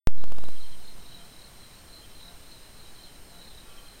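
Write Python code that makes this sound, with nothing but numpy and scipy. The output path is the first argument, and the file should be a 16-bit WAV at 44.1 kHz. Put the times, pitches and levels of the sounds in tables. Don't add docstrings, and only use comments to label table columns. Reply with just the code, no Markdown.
import sys
import numpy as np
from scipy import signal
from scipy.fft import rfft, irfft, next_fast_len
from scipy.io import wavfile
from scipy.ndimage import map_coordinates

SR = 44100
rng = np.random.default_rng(int(sys.argv[2]) if len(sys.argv) > 2 else 0)


def store_pcm(level_fs):
    pcm = np.round(np.clip(level_fs, -1, 1) * 32767).astype(np.int16)
    wavfile.write(sys.argv[1], SR, np.atleast_2d(pcm).T)


N = 176400


def amp(db):
    return 10 ** (np.asarray(db) / 20)


def wobble(rate_hz, size):
    knots = rng.standard_normal(int(size * rate_hz / SR) + 4)
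    return map_coordinates(knots, [np.arange(size) * rate_hz / SR])


def filtered(x, response):
    size = next_fast_len(N + SR // 2)
    return irfft(rfft(x, size) * response(np.fft.rfftfreq(size, 1 / SR)), size)[:N]


def add(track, centre_s, sound):
    at = round(centre_s * SR) - len(sound) // 2 + np.arange(len(sound))
    inside = (at >= 0) & (at < N)
    track[at[inside]] += sound[inside]


def waking_input(sound, on_s=.07256, step_db=.5, dip_s=.0005, dip_db=-1):
    steps = [.1815, .2151, .2402, .2778, .3025, .3222, .3488, .3685, .3854, .4075, .4248, .4395, .4578,
             .4735, .4873]
    t = np.arange(N) / SR
    gain_db = step_db * np.searchsorted(steps, t)
    for start_s in steps[2::3]:
        gain_db += dip_db * ((t > start_s - dip_s) & (t <= start_s))
    hold_s, decay_s = .135, .147
    age = np.maximum(t - hold_s, 0) / decay_s
    offset = .325 * (1 + age) * np.exp(-age)
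    attenuated = amp(-step_db * len(steps)) * sound
    return (t > on_s) * amp(gain_db) * (offset + attenuated)


def hiss_and_whine(whine_hz=8654, flip_hz=33.05, upper_hz=14297.4):
    # frequency_hz, density_db_per_hz
    noise_floor = [(4, -58.5), (15, -65), (40, -74), (90, -79.5), (180, -83), (350, -86.5), (700, -89),
                   (1400, -92), (2600, -94.5), (4800, -96.5), (7000, -99), (11000, -100.9), (14500, -101.8),
                   (15800, -106)]
    hz, db = np.transpose(noise_floor)
    white = rng.standard_normal(N) * np.sqrt(SR / 2)
    hiss = filtered(white, lambda f: amp(np.interp(np.log(f + 1), np.log(hz + 1), db)))
    t = np.arange(N) / SR
    polarity = np.sign(np.sin(2 * np.pi * flip_hz * t))
    whine = amp(-59) * polarity * np.sin(2 * np.pi * whine_hz * t)
    upper_whine = amp(-71.5) * np.sin(2 * np.pi * upper_hz * t)
    return hiss + whine + upper_whine


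def wing_stroke(pitch_hz, length_s, sag, rough_rad):
    travel = np.linspace(-.5, .5, int(length_s * SR))
    phase = 2 * np.pi * np.cumsum(pitch_hz * (1 - sag * travel)) / SR
    phase += rough_rad * wobble(rate_hz=292, size=len(travel))
    return np.cos(np.pi * travel) * np.sin(phase + rng.uniform(0, 2 * np.pi))


def chirp(pitch_hz, period_s=.028, swell_db=4, fade_db=7):
    track, centre_s = np.zeros(N), .15
    for k in range(-3, 2):
        level_db = (swell_db * k if k < 0 else -fade_db * k) + rng.normal(0, 1)
        stroke_hz = pitch_hz * (1 + rng.normal(0, .004))
        stroke = wing_stroke(stroke_hz, length_s=.018, sag=.09, rough_rad=.74)
        add(track, centre_s + k * period_s, amp(level_db) * stroke)
    return track[:int(2 * centre_s * SR)]


def leaf_scatter(sound, scatter_db=-.5, t60_s=.2):
    t = np.arange(SR // 4) / SR
    tail = rng.standard_normal(len(t)) * amp(-60 * t / t60_s)
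    response = amp(scatter_db) * tail / np.linalg.norm(tail)
    response[0] += 1
    return np.pad(signal.fftconvolve(sound, response), (len(t) - 1, 0))


def far_crickets(count=60):
    # pitch_hz, pitch_spread_ratio, rms_db
    choruses = [(4030, 0.0361, -63), (3092, 0.029, -69.5), (5267, 0.0164, -70.5)]
    out = np.zeros(N)
    for pitch_hz, spread, rms_db in choruses:
        band = np.zeros(N)
        for k in range(count):
            centre_s = (k + rng.uniform()) / count * (N / SR + .1)
            add(band, centre_s, leaf_scatter(chirp(pitch_hz * (1 + spread * rng.normal()))))
        out += amp(rms_db) * band / np.sqrt(np.mean(band ** 2))
    return out


def near_crickets():
    # centre_s, pitch_hz, level_db
    chirps = [(0.209, 3930, -46), (.29, 4170, -52), (.452, 3900, -49.5), (.535, 4060, -51),
              (.612, 4040, -53), (0.634, 4210, -51), (0.726, 4050, -51.5), (.885, 4160, -45),
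              (1.055, 3860, -54), (1.118, 4130, -55), (1.15, 3920, -44.5), (1.255, 4170, -53),
              (1.394, 3980, -49), (1.447, 4170, -49), (1.635, 4050, -50), (1.71, 3970, -53),
              (1.96, 4147, -45), (2.005, 4130, -52.5), (2.155, 4150, -56), (2.215, 4100, -50.5),
              (2.235, 3880, -47.5), (2.285, 3930, -46), (2.426, 4000, -54), (2.522, 4160, -47.5),
              (2.545, 3890, -55), (2.635, 4130, -53.5), (2.801, 4160, -50), (2.862, 3920, -52.5),
              (2.99, 4017, -53.5), (3.042, 4130, -46), (3.345, 4040, -54.5), (3.418, 3950, -48.5),
              (3.478, 4120, -49.5), (3.579, 3890, -48), (3.885, 4184, -48.5), (3.995, 3920, -59)]
    out = np.zeros(N)
    for centre_s, pitch_hz, level_db in chirps:
        add(out, centre_s, amp(level_db) * leaf_scatter(chirp(pitch_hz)))
    return out


def rasping_cricket():
    # centre_s, level_db
    rasps = [(0.571, -58), (0.65, -57.5), (.735, -58.5), (1.125, -57), (1.206, -56.5), (2.041, -57.5),
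             (2.114, -58.5), (2.198, -59), (2.987, -60), (3.075, -57.5), (3.709, -59), (3.785, -56.5),
             (3.873, -58)]
    out = np.zeros(N)
    for centre_s, level_db in rasps:
        stroke = wing_stroke(pitch_hz=3154, length_s=.055, sag=.093, rough_rad=1.27)
        add(out, centre_s, amp(level_db) * leaf_scatter(stroke))
    return out


def distant_hoots(pitch_hz=175.5, length_s=.2):
    # centre_s, level_db
    hoots = [(1.22, -53.5), (2.3, -52.5), (3.365, -53.5)]
    # harmonic_number, relative_level_db
    partials = [(1, -3), (4, -5), (5, -14.5), (8, -11), (9, -17.5)]
    out, size = np.zeros(N), int(length_s * SR)
    for centre_s, level_db in hoots:
        fundamental_hz = pitch_hz * (1 + .014 * wobble(rate_hz=28.8, size=size))
        phase = 2 * np.pi * np.cumsum(fundamental_hz) / SR
        voice = sum(amp(db) * np.sin(harmonic * phase) for harmonic, db in partials)
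        add(out, centre_s, amp(level_db) * np.hanning(size) * voice)
    return out


def thin_tone(start_s=3.6, length_s=.315, waver_rad=.23):
    # frequency_hz, level_db
    partials = [(1152, -64), (1384, -63.5), (2536, -65.5)]
    t = np.arange(int(length_s * SR)) / SR
    out, tone = np.zeros(N), np.zeros(len(t))
    for hz, db in partials:
        tone += amp(db) * np.sin(2 * np.pi * hz * t + waver_rad * wobble(rate_hz=26, size=len(t)))
    add(out, start_s + length_s / 2, tone * signal.windows.tukey(len(t), .5))
    return out


def scene():
    crickets = near_crickets() + rasping_cricket() + far_crickets()
    return (crickets + distant_hoots() + thin_tone() + hiss_and_whine())[None]


def record(dry):
    cutoff_hz = 15850
    return filtered(waking_input(dry[0]), lambda hz: hz < cutoff_hz)[None]


dry = scene()
out = record(dry)
store_pcm(out)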